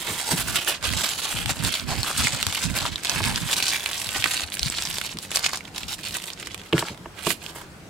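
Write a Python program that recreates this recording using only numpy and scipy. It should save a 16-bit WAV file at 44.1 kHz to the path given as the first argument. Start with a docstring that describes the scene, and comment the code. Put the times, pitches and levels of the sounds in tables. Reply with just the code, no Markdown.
"""At a wooden table in a yard outdoors, hands crumple and fold aluminium foil around food.
Creases buckle with short noise bursts heaped around a pitch, sparse loud ones over a dense crackle.
Blows ring the decaying modes of the table top, and filtered noise makes its low booms.
Gusts of wind are low noise at two microphone ports, single low thumps are a few soft cycles,
and the quiet air of the yard is a steady noise with faint drifting patches."""
import sys
import numpy as np
from scipy import signal
from scipy.fft import rfft, irfft
from scipy.io import wavfile
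from scipy.ndimage import uniform_filter1d

SR = 44100
rng = np.random.default_rng(int(sys.argv[2]) if len(sys.argv) > 2 else 0)


def generate_wav(sig):
    """Save sig (samples, or channels by samples) to the path in sys.argv[1] as 16-bit PCM at SR."""
    pcm = np.round(np.clip(np.atleast_2d(sig).T, -1, 1) * 32767).astype(np.int16)
    wavfile.write(sys.argv[1], SR, pcm)


N = 347949  # length in samples

# The loudest single creases. Each row: start in seconds, peak of the mean of both ports in dB
# before placing and echoes, pitch in Hz, broad click against the pitch in dB.
LOUD_CREASES = [(0.0496, -25, 2230, -7), (0.5564, -16, 4190, -7), (0.6476, -14, 7310, -7),
                (0.6752, -15, 1570, -9), (0.8268, -19, 1480, -7), (0.8904, -14.5, 2420, -11),
                (0.9358, -13.5, 2640, 2), (1.0906, -13, 7170, -9), (1.2531, -13, 3380, -10),
                (1.3263, -19, 1440, -9), (1.3835, -24, 3450, -7), (1.4293, -22, 3080, -7),
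                (1.459, -13.5, 3310, 0), (1.493, -22, 3130, -7), (1.6492, -13, 4410, -7),
                (1.6913, -15, 2570, -7), (1.728, -18, 4100, -7), (1.74, -10, 4600, -18),
                (1.7972, -14, 4390, -19), (2.0315, -9, 4330, 0), (2.0657, -21, 1450, -9),
                (2.164, -18, 2650, -4), (2.2702, -10, 2200, -12), (2.3228, -10.5, 3350, -6),
                (2.4282, -6.5, 3130, -8), (2.467, -7.5, 4340, 1), (2.5256, -13, 2780, -1),
                (2.5573, -15, 3400, -7), (2.6423, -17, 7470, -14), (2.7521, -17.5, 1980, 1),
                (2.7876, -9.5, 4200, -4), (2.8535, -11, 1150, -13), (2.942, -34, 6700, -7),
                (2.958, -12, 4100, -16), (2.9806, -23, 1800, -7), (3.035, -18, 7050, -7),
                (3.0482, -13.5, 4550, -5), (3.07, -13, 3680, -7), (3.0959, -8, 5390, -7),
                (3.1604, -24, 2680, -7), (3.24, -9.5, 3020, -5), (3.2794, -18, 1150, -7),
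                (3.3595, -8, 4670, -11), (3.489, -14, 2290, 0), (3.5299, -9, 3380, 2),
                (3.6025, -12.5, 3250, -7), (3.6253, -6, 3240, -7), (3.6677, -12, 3470, -7),
                (3.733, -14, 2070, -10), (3.8601, -8, 2860, -7), (3.8897, -20, 2120, -4),
                (3.9133, -17, 2160, -1), (3.932, -13, 3670, -5), (4.0687, -17, 4480, -7),
                (4.0901, -14.5, 3480, -5), (4.1465, -15, 3050, -12), (4.224, -14, 2910, -13),
                (4.2412, -4.5, 2770, -9), (4.407, -19, 3770, -7), (4.5017, -23, 8480, -7),
                (4.521, -16.5, 3600, -9), (4.57, -20, 2180, -9), (4.594, -8.5, 4630, -14),
                (4.6306, -7, 4700, -15), (4.6597, -13, 4550, -16), (4.7, -12, 6960, -18),
                (4.7232, -23, 3490, -7), (4.784, -13, 3620, -14), (4.8232, -9.5, 4470, -9),
                (4.8726, -15.5, 3370, -7), (4.9107, -18, 3220, -3), (4.9842, -9.5, 3540, 1),
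                (5.014, -10, 2210, -5), (5.0742, -20, 3100, -3), (5.1711, -17.5, 3780, -7),
                (5.1871, -16.5, 4630, -7), (5.3163, -13.5, 2770, 3), (5.3582, -6.5, 4940, -17),
                (5.371, -6, 4200, -3), (5.4628, -7.5, 2150, -11), (5.6072, -25.5, 2230, -20),
                (5.653, -28, 3070, -14), (5.6785, -28, 2210, -13), (5.747, -25, 2680, 0),
                (5.7806, -17.5, 3050, 6), (5.8331, -19.5, 2760, -18), (5.8914, -26, 5260, -7),
                (5.9369, -26, 3280, -13), (5.99, -28, 1630, -18), (6.07, -20, 3530, -7),
                (6.109, -19, 2880, 1), (6.1418, -19, 4220, -7), (6.1634, -22, 3080, -7),
                (6.2006, -23, 3170, -5), (6.2193, -28, 2380, -7), (6.24, -18.5, 2350, 5),
                (6.2826, -25, 2240, -7), (6.3023, -20, 3200, -7), (6.3335, -23, 6040, -9),
                (6.3754, -31, 2440, -5), (6.399, -22.5, 7670, -10), (6.427, -23, 2360, -7),
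                (6.4582, -34, 3400, -5), (6.4715, -17.5, 2020, 6), (6.53, -29, 3520, -7),
                (6.545, -19, 2590, -2), (6.5774, -29, 3170, -7), (6.6157, -30, 3100, -7),
                (6.7269, -12, 2650, -20), (6.731, -11, 2570, -23), (6.78, -10.5, 2040, -15),
                (6.794, -15, 4520, -15), (6.8843, -17.5, 2260, -9), (6.9456, -31, 2020, -3),
                (6.9758, -32, 2770, 4), (7.1907, -26.5, 2900, -7), (7.224, -26, 3280, -7),
                (7.2499, -23, 3630, -3), (7.2686, -13.5, 1010, -8), (7.3044, -10.5, 2180, -13),
                (7.4632, -20, 3080, -7)]
# Colour of the foil. Each row: frequency in Hz, level in dB per Hz.
FOIL_COLOUR = [(180, -30), (300, -12), (343, -6.5), (412, -19), (455, -10.5), (961, -3), (1300, -5),
               (1530, -1), (1900, -5), (2300, -3.5), (3080, -1.5), (4590, -3), (6000, -7.5), (7950, -4.5),
               (12100, -12.5), (16000, -19)]
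# How the ports favour one side. Each row: frequency in Hz, left over right in dB.
PORT_LEAN = [(60, 35), (110, 27), (200, -1), (380, -8), (700, -0.5), (1290, 0.5), (2380, -10), (4400, -3),
             (8120, -4.5), (15000, -3)]
# How far the left port leads on a crease. Each row: frequency in Hz, phase lead in radians.
PORT_LEAD = [(800, 0), (1200, -.5), (1900, -.7), (2700, -.3), (3600, .35), (4200, -.2), (4800, .35),
             (6000, -.2), (8000, 0)]
# Likeness of the two channels in the crackle. Each row: frequency in Hz, likeness from 0 to 1.
CHANNEL_LIKENESS = [(60, .6), (300, .97), (800, .98), (1400, .88), (1900, .6), (3000, .76), (4200, .5),
                    (5700, .2), (6700, .28), (7200, .74), (15000, .6)]
# How crowded the creases come, sliding folds dense, pressing sparse.
# Each row: time in seconds, factor on the rate.
CREASE_CROWDING = [(0, 3.65), (1.2, 2.45), (1.6, 1.78), (2.2, 2.67), (2.5, 1.17), (4.4, 1.02), (5.2, 0.71),
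                   (5.9, 0.57), (6.65, 0.37), (6.72, 3.03), (7.89, 2.1)]
# Each squeeze or long drag of the hands. Each row: start in seconds, hold in seconds, effort in dB,
# large folds against the effort in dB, fine wrinkles against the effort in dB.
HAND_SQUEEZES = [(0.0, 0.34, -33.0, -6.5, -4.0), (0.063, 0.055, -38, 2.5, -14),
                 (0.294, 0.034, -29, -0.5, -3.5), (0.368, 0.26, -36.5, -5.5, -4.5),
                 (0.377, 0.026, -28.5, -4, -2.5), (0.476, 0.018, -28, -3, -7.0),
                 (0.559, 0.03, -24.5, -7.5, -6.0), (0.68, 0.024, -22.5, -6, -5),
                 (0.745, 0.0085, -33.5, -5.5, -17), (0.845, 0.0083, -29.5, 1, -22.0),
                 (0.85, 0.57, -31, -7.5, -6), (0.992, 0.046, -24.5, -3, -9), (1.062, 0.012, -30.5, -6, -6),
                 (1.241, 0.021, -30.5, -8, -8), (1.333, 0.017, -33.5, -3.5, -8.0),
                 (1.498, 0.0052, -23, -7, -9.5), (1.56, 0.013, -34.5, -5, -4.5),
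                 (1.581, 0.25, -36.5, -8, -7), (1.648, 0.026, -27, -7, -5.5), (1.705, 0.055, -27, -13, -9),
                 (1.883, 0.822, -32, -8.5, -11.5), (1.897, 0.046, -41.5, 10, -19),
                 (2.071, 0.03, -27.5, -2.5, -7), (2.18, 0.033, -21.5, -11, -6.5),
                 (2.238, 0.042, -27.0, -18.0, -12.0), (2.338, 0.032, -30, -4, -9),
                 (2.551, 0.004, -23.5, -8.5, -4), (2.759, 0.064, -30, -1.5, -9.0),
                 (2.856, 0.007, -24.5, -5.5, -18), (2.92, 0.21, -39.5, -8, -13),
                 (3.045, 0.27, -29.5, -6, -10), (3.234, 0.078, -30.5, -1, -12.0),
                 (3.346, 0.86, -34, -9.5, -8), (3.365, 0.024, -31.5, -10, -7), (3.51, 0.087, -27, -5.5, -7),
                 (3.632, 0.14, -26.5, -11, -8), (3.856, 0.035, -34, -5, -8), (3.941, 0.07, -33.0, -23, -7),
                 (4.146, 0.19, -34, -25, -6), (4.152, 0.013, -27, -3.5, -17),
                 (4.243, 0.015, -28.5, -3, -15.0), (4.296, 0.31, -39, -16, -17),
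                 (4.308, 0.071, -28, -9, -8), (4.409, 0.018, -27.5, -6, -11),
                 (4.531, 0.016, -33, -24, -2.5), (4.615, 0.45, -35, -12.5, -6.5),
                 (4.66, 0.014, -37, -15, -9), (4.768, 0.083, -28, -16, -18), (4.922, 0.02, -32, -15, -8),
                 (5.095, 0.023, -35.5, -9, -8), (5.19, 0.075, -43.5, -13, -5.0),
                 (5.316, 0.26, -33.5, -10.5, -15), (5.354, 0.004, -26.5, -11.0, -1),
                 (5.448, 0.014, -23, -16, -18), (5.534, 0.023, -33.5, -7, -8.0),
                 (5.633, 0.053, -51.5, 1.0, -18), (5.755, 0.18, -38.5, -11, -9),
                 (5.89, 0.028, -34, -14, -7), (5.99, 0.34, -41, -12, -7.0), (6.052, 0.039, -32, -18, -13.0),
                 (6.149, 0.025, -31.5, -10, -8), (6.39, 0.13, -42, -14, -20), (6.413, 0.026, -43, -7, -6),
                 (6.575, 0.029, -45.5, -14, -17), (6.652, 0.03, -44.5, -12, -9),
                 (6.75, 0.14, -40, -0.5, -25), (6.752, 0.027, -42.5, 7.5, -22.0),
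                 (6.793, 0.004, -29, -25.0, -6), (6.874, 0.027, -38.5, -10, -13),
                 (7.176, 0.054, -44.5, 1, -9.0), (7.265, 0.011, -28, -10, -6.5),
                 (7.298, 0.016, -30.0, -10, 0.5), (7.426, 0.082, -43.5, -6, -8),
                 (7.562, 0.038, -47.5, 3, 3), (7.606, 0.04, -53, 8, -10.0)]
# Where the hands work, on top of the lean of the ports. Each row: time in seconds, left over right in dB.
HAND_PLACE = [(0, -4), (0.8, -3), (2.4, -1.5), (4.4, -2), (5.6, -3), (6.6, -3), (6.8, 2), (7.1, -10),
              (7.3, -7.5), (7.89, 0)]
# Blows on the table top. Each row: start in seconds, level in dB before the tilt between ports and
# the echoes, hardness as the pitch in Hz that the blow excites most.
TABLE_BLOWS = [(0.318, -20.5, 620), (0.329, -21, 194), (3.204, -16, 1060), (5.152, -32.5, 264),
               (6.7265, -14.5, 1200), (6.73, -12.5, 385), (6.7366, -15.5, 350), (6.78, -23.5, 450),
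               (6.8246, -13.5, 1000), (7.0575, -23.5, 970), (7.267, -17, 320), (7.2689, -15, 900),
               (7.3047, -20, 1000), (7.557, -33, 650)]
# Modes of the boards. Each row: frequency in Hz, level in dB, time to fall by 60 dB in seconds.
BOARD_MODES = [(174, 7, 0.11), (269, -1, 0.096), (348.6, 6.5, 0.062), (411, 5, 0.05), (647, 2.5, 0.032),
               (950, 2.5, 0.02), (1102, 3.5, 0.016), (1725, 2, 0.02), (2200, -4, 0.024), (2810, 8, 0.011),
               (3400, -28, .015)]
# Low booms when a hand or the parcel weighs on the boards. Each row: start in seconds, level in dB.
BOARD_BOOMS = [(0.091, -36), (0.32, -29.5), (5.16, -44), (5.465, -50), (6.4, -46), (6.733, -22),
               (6.79, -44), (6.904, -38), (7.268, -31.5)]
# Colour of the booms. Each row: frequency in Hz, relative level in dB per Hz.
BOOM_COLOUR = [(30, -43), (70, -11), (130, 1), (250, -8), (500, -11), (900, -27), (2000, -57)]
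# Gusts of wind. Each row: start in seconds, hold in seconds, level in dB, left over right in dB.
WIND_GUSTS = [(0.333, 0.22, -34.5, -5), (0.857, 0.15, -33, -18), (1.353, 0.16, -33.5, 21),
              (1.618, 0.063, -28.5, -17), (1.843, 0.18, -31.5, -16), (2.209, 0.025, -25, 0),
              (2.22, 0.21, -38.5, -12), (2.464, 0.014, -33, 22), (2.665, 0.07, -28.5, -18),
              (2.7, 0.24, -34, -19), (3.158, 0.3, -33, -5), (3.24, 0.056, -29, -20), (3.55, 0.27, -50, -3),
              (4.105, 0.25, -47, 15), (4.44, 0.02, -50, 20), (4.64, 0.084, -40.5, 22),
              (4.88, 0.12, -46, 13), (5.83, 0.065, -48, 17)]
# Colour of the wind. Each row: frequency in Hz, relative level in dB per Hz.
WIND_COLOUR = [(12, -61), (20, -26), (40, 0), (65, 1), (161, 0), (198, -6.5), (236, -1.5), (528, -30),
               (700, -25), (910, -54), (1540, -120)]
# Single low thumps, wind on one port or table thuds at both.
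# Each row: start in seconds, level in dB, pitch in Hz, left over right in dB.
LOW_THUMPS = [(0.323, -30, 207, 0.5), (0.874, -30, 71, -11), (0.938, -29, 82, -24.0), (1.342, -26, 154, 18),
              (1.462, -24.5, 113, 28), (1.598, -21.5, 145, -20), (1.649, -33, 90, -11),
              (1.982, -22.5, 116, -22), (2.187, -26.5, 69.5, -3.0), (2.331, -25, 134, -18),
              (2.465, -25, 94, 23), (2.65, -19.5, 164, -16), (2.699, -28, 67.3, -9),
              (3.158, -26.5, 155, -15.5), (3.212, -23, 95, -2.5), (3.311, -28, 114, 8),
              (3.427, -25, 156, -9), (4.069, -34, 104, 17), (4.186, -31, 104, 21), (4.43, -34, 79, 22),
              (4.61, -30.5, 63, 23), (4.658, -24, 143, 24), (4.873, -34, 161, 3), (5.146, -32.5, 214, 0.0),
              (5.453, -38, 175, 0), (5.829, -37, 61.9, 19), (6.394, -42, 175, 0.0)]
# Colour of the air. Each row: frequency in Hz, relative level in dB per Hz.
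AIR_COLOUR = [(15, -62), (25, -32), (58, -33), (76, 0.5), (141, -29.5), (175, -4), (242, -17.5), (285, -10),
              (416, -15.5), (734, -17.5), (796, -17.5), (7920, -32), (16000, -46)]
# Likeness of the air at both ports. Each row: frequency in Hz, likeness from 0 to 1.
AIR_LIKENESS = [(60, 0.87), (180, 0.94), (550, 0.75), (1650, 0.063), (4970, 0.067), (15000, 1.0)]

GRIP_DB_PER_S, EASE_DB_PER_S = 565, 472  # how fast a squeeze comes on and lets go
SPIKE_DB, SPIKE_S = 0.5, 0.00036  # a loud crease opens with a sharp spike
BOOM_HOLD_S, BOOM_RISE_DB_PER_S, BOOM_FALL_DB_PER_S = 0.014, 4000, 298
RISE_DB_PER_S, LULL_DB_PER_S = 300, 297  # how fast a gust comes and goes
AIR_DB = -44.5
EDGE_HZ = 15900  # upper band limit


def foil():
    """Superposition: dense crackle and single loud snaps share one place and one set of echoes."""
    placed = (crackle() + snaps()) * sides(curves(HAND_PLACE)[0])
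    return reflected(placed, -10, 0.067)


def crackle():
    """Crackling noise: each give of the sheet snaps folds, creases and wrinkles together, in clumps."""
    start, hold, effort_db, folds_db, wrinkles_db = np.transpose(HAND_SQUEEZES)
    levels_db = effort_db + [folds_db, 0 * hold, wrinkles_db]
    effort = swells(start, hold, levels_db, GRIP_DB_PER_S, EASE_DB_PER_S)
    crowding = curves(CREASE_CROWDING)[0]
    gives_per_s = 1800 * crowding * gain_of(3.5 * wander(25))
    gives = rng.random(N) < gives_per_s / SR
    spread_db = 4.2 * np.minimum(rng.exponential(1, N), 4.2)
    strength = gives * gain_of(spread_db) / np.sqrt(crowding)  # more snaps share the same effort
    uneven = gain_of(2.8 * rng.standard_normal((2, N)))
    folds = buckling(270, 1490, strength * uneven[0]) * effort[0]
    middling = buckling(1790, 7880, strength) * effort[1]
    wrinkles = buckling(8900, 18200, strength * uneven[1]) * effort[2] * gain_of(2.4 * wander(36))
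    return folds + middling + wrinkles


def buckling(low_hz, high_hz, strength, count=8, size=8192):
    """Buckling: creases of one size give way, with snap shapes drawn afresh in every stretch
    so that none repeats too long."""
    kind = rng.integers(0, count, N)
    out = np.zeros((2, N + size + 1024))
    for start in range(0, N, size):
        step = (np.arange(count) + rng.random(count)) / count
        hz = low_hz * (high_hz / low_hz) ** step
        t60 = 0.011 * (3000 / hz) ** 0.14 * rng.uniform(0.46, 2.66, count)
        shapes = creases(hz, t60, 0.46, -17.0)
        chosen = kind[start:][:size] == np.arange(count)[:, None]
        trains = strength[start:][:size] * chosen
        sound = signal.fftconvolve(trains[None], shapes, axes=2).sum(1)
        out[:, start:][:, :sound.shape[1]] += sound
    return evened(out[:, :N])


def snaps():
    """Impulsive release: each of the loudest creases has its own pitch, and higher ones die sooner."""
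    s, peak_db, hz, click_db = np.transpose(LOUD_CREASES)
    shapes = creases(hz, 0.013 * (3000 / hz) ** 0.82, 0.33, click_db[:, None])
    shapes *= 1 + gain_of(SPIKE_DB) * np.exp(-np.arange(1024) / SR / SPIKE_S)
    peak = abs(shapes.mean(0)).max(1)
    shapes *= (gain_of(peak_db) / peak)[..., None]
    out = np.zeros((2, N + 1024))
    places = np.round(s * SR).astype(int)[:, None] + np.arange(1024)
    np.add.at(out, (slice(None), places), shapes)
    return out[:, :N]


def creases(hz, t60, octaves, skirt_db):
    """Damped resonance: for each pitch a dying burst, at both ports, with its energy heaped around it."""
    t, f = np.arange(1024) / SR, np.fft.rfftfreq(1024, 1 / SR) + 1
    a, b = rfft(rng.standard_normal((len(hz), 2, 1024))).transpose(1, 0, 2)
    alike = np.clip(read(CHANNEL_LIKENESS, f), 0, 1)
    left = a * np.exp(1j * read(PORT_LEAD, f))
    right = alike * a + np.sqrt(1 - alike ** 2) * b
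    ratio = f / hz[:, None]
    heap = np.exp(-.5 * (np.log2(ratio) / octaves) ** 2)
    heap = heap + gain_of(skirt_db) / (1 + ratio) ** 0.067  # the broad click
    lean = sides(read(PORT_LEAN, f) - read(PORT_LEAN, 9800))[:, None]
    burst = irfft(np.array([left, right]) * heap * gain_of(read(FOIL_COLOUR, f)) * lean)
    return burst * gain_of(-60 * t / t60[:, None]) * (1 - np.exp(-t / 0.00012))


def knocks():
    """Modal excitation: each blow rings the modes of the boards, those near its own pitch most."""
    t, out = np.arange(6000) / SR, np.zeros(N + 6000)
    hz, db, t60 = np.transpose(BOARD_MODES)[..., None]
    for s, peak_db, blow_hz in TABLE_BLOWS:
        mode_db = db - 9.8 * abs(np.log2(hz / blow_hz)) - 60 * t / t60
        ring = gain_of(mode_db) * np.sin(2 * np.pi * hz * t)
        ring = (ring * (1 - np.exp(-t * hz / 1.6))).sum(0)  # the bass swells slower than the treble
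        out[round(s * SR):][:6000] += gain_of(peak_db) * ring / abs(ring).max()
    tilted = out[:N] * gain_of([[-1.5], [1.5]])  # stronger on the right
    return reflected(tilted, -24.0, 0.13)


def reflected(x, db, t60, size=16384):
    """Reflection: table top, pot and body return scattered echoes, drawn afresh in every stretch
    so that no fixed colour builds up."""
    t, out = np.arange(4000) / SR, np.zeros((2, N + size + 4000))
    for start in range(0, N, size):
        signs = rng.choice([-1., 1.], (2, 4000))
        sparse = rng.random((2, 4000)) < .05
        taps = signs * sparse * gain_of(-60 * t / t60) * (t > .0015)
        taps /= np.linalg.norm(taps[0])
        echo = signal.fftconvolve(x[:, start:][:, :size], taps, axes=1)
        out[:, start:][:, :echo.shape[1]] += echo
    return x + gain_of(db) * out[:, :N]


def booms():
    """Low-frequency radiation: a short low rumble of the boards, the same at both ports."""
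    start, level_db = np.transpose(BOARD_BOOMS)
    rumble = evened(coloured(rng.standard_normal(N), lambda f: read(BOOM_COLOUR, f)))
    return rumble * swells(start, BOOM_HOLD_S, level_db[None], BOOM_RISE_DB_PER_S, BOOM_FALL_DB_PER_S)


def wind():
    """Turbulence: lumpy low pressure noise, unrelated at the two ports."""
    start, hold, level_db, pan_db = np.transpose(WIND_GUSTS)
    ports = []
    for _ in range(2):
        lumpy = rng.standard_normal(N) * gain_of(3.3 * wander(85))
        ports.append(evened(coloured(lumpy, lambda f: read(WIND_COLOUR, f))))
    share = np.sqrt(2) * sides(pan_db) / np.linalg.norm(sides(pan_db), axis=0)  # keeps the total power
    levels_db = level_db + 20 * np.log10(share)
    return np.array(ports) * swells(start, hold, levels_db, RISE_DB_PER_S, LULL_DB_PER_S)


def thumps():
    """Pressure pulse: a thump is a few soft cycles, wind on one port or a table thud at both."""
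    out = np.zeros((2, N))
    for s, level_db, hz, pan_db in LOW_THUMPS:
        turns = np.arange(0, 6, hz / SR)
        thump = np.sin(2 * np.pi * turns) * turns * np.exp(1 - turns / 0.88)
        share = sides(pan_db) / sides(pan_db).mean()
        out[:, round(s * SR):][:, :len(turns)] += gain_of(level_db) * np.outer(share, thump)
    return out


def air():
    """Diffuse field: a steady wash of the yard, partly alike at the ports, with faint drifting patches."""
    frames, hz = N // 256 + 5, np.fft.rfftfreq(1024, 1 / SR)
    a, b, c, d, patches = rng.standard_normal((frames, 513, 5)).T
    patches = uniform_filter1d(patches, 12, 0)  # smooth over frequency
    patches = evened(uniform_filter1d(patches, 14, 1))  # smooth over time
    same = np.clip(read(AIR_LIKENESS, hz), -1, 1)[:, None]
    left = a + 1j * b
    right = same * left + np.sqrt(1 - same ** 2) * (c + 1j * d)
    z = np.array([left, right]) * gain_of(read(AIR_COLOUR, hz)[:, None] + 1.6 * patches)
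    wash = signal.istft(z, nperseg=1024, noverlap=768)[1][:, :N]
    return gain_of(AIR_DB) * evened(wash)


def swells(start, hold, levels_db, rise_db_per_s, fall_db_per_s):
    """Addition of powers: events rise, hold and fall; one envelope for each row of levels."""
    t = np.arange(0, N + 64, 64) / SR
    before = np.maximum(start[:, None] - t, 0)
    after = np.maximum(t - (start + abs(hold))[:, None], 0)
    shape_db = -rise_db_per_s * before - fall_db_per_s * after
    power = gain_of(levels_db) ** 2 @ gain_of(shape_db) ** 2
    return np.array([np.interp(np.arange(N) / SR, t, np.sqrt(p)) for p in power])


def coloured(x, db_at):
    """Minimum-phase filtering: a causal filter whose gain follows db_at(Hz), down to -100 dB."""
    db = np.maximum(db_at(abs(np.fft.fftfreq(4096, 1 / SR))), -100)
    log_gain = np.log(gain_of(db))
    taps = np.fft.ifft(np.exp(np.conj(signal.hilbert(log_gain)))).real[:2048]
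    return signal.oaconvolve(x, taps)[:len(x)]


def wander(hz):
    """Slow random modulation: noise smoothed to about hz changes a second."""
    f = np.fft.rfftfreq(N, 1 / SR)
    return evened(irfft(rfft(rng.standard_normal(N)) / (1 + (f / hz) ** 2), N))


def sides(pan_db):
    """Level difference between ports: gains of left and right, half the decibels each way."""
    return gain_of(np.array([pan_db / 2, -pan_db / 2]))


def read(points, hz):
    """Spectral interpolation: values between table points on a logarithmic frequency axis."""
    f, value = np.transpose(points)
    return np.interp(np.log(hz + 1), np.log(f + 1), value)


def curves(rows):
    """Temporal interpolation: each column of a table drawn as a curve over all samples."""
    s, *columns = np.transpose(rows)
    return [np.interp(np.arange(N) / SR, s, c) for c in columns]


def gain_of(db):
    """Decibel law: amplitude ratio of a level."""
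    return 10 ** (np.asarray(db) / 20)


def evened(x):
    """Normalisation: scales to a root mean square of one."""
    return x / np.sqrt(np.mean(x ** 2) + 1e-20)


def scene():
    """Superposition: the pressures of all sources add."""
    return foil() + knocks() + booms() + wind() + thumps() + air()


def record(dry):
    """Band limitation: a linear-phase low-pass removes what lies above the edge."""
    taps = signal.firwin(511, EDGE_HZ, window=("kaiser", 9), fs=SR)
    return signal.oaconvolve(dry, taps[None], "same")


dry = scene()
out = record(dry)
generate_wav(out)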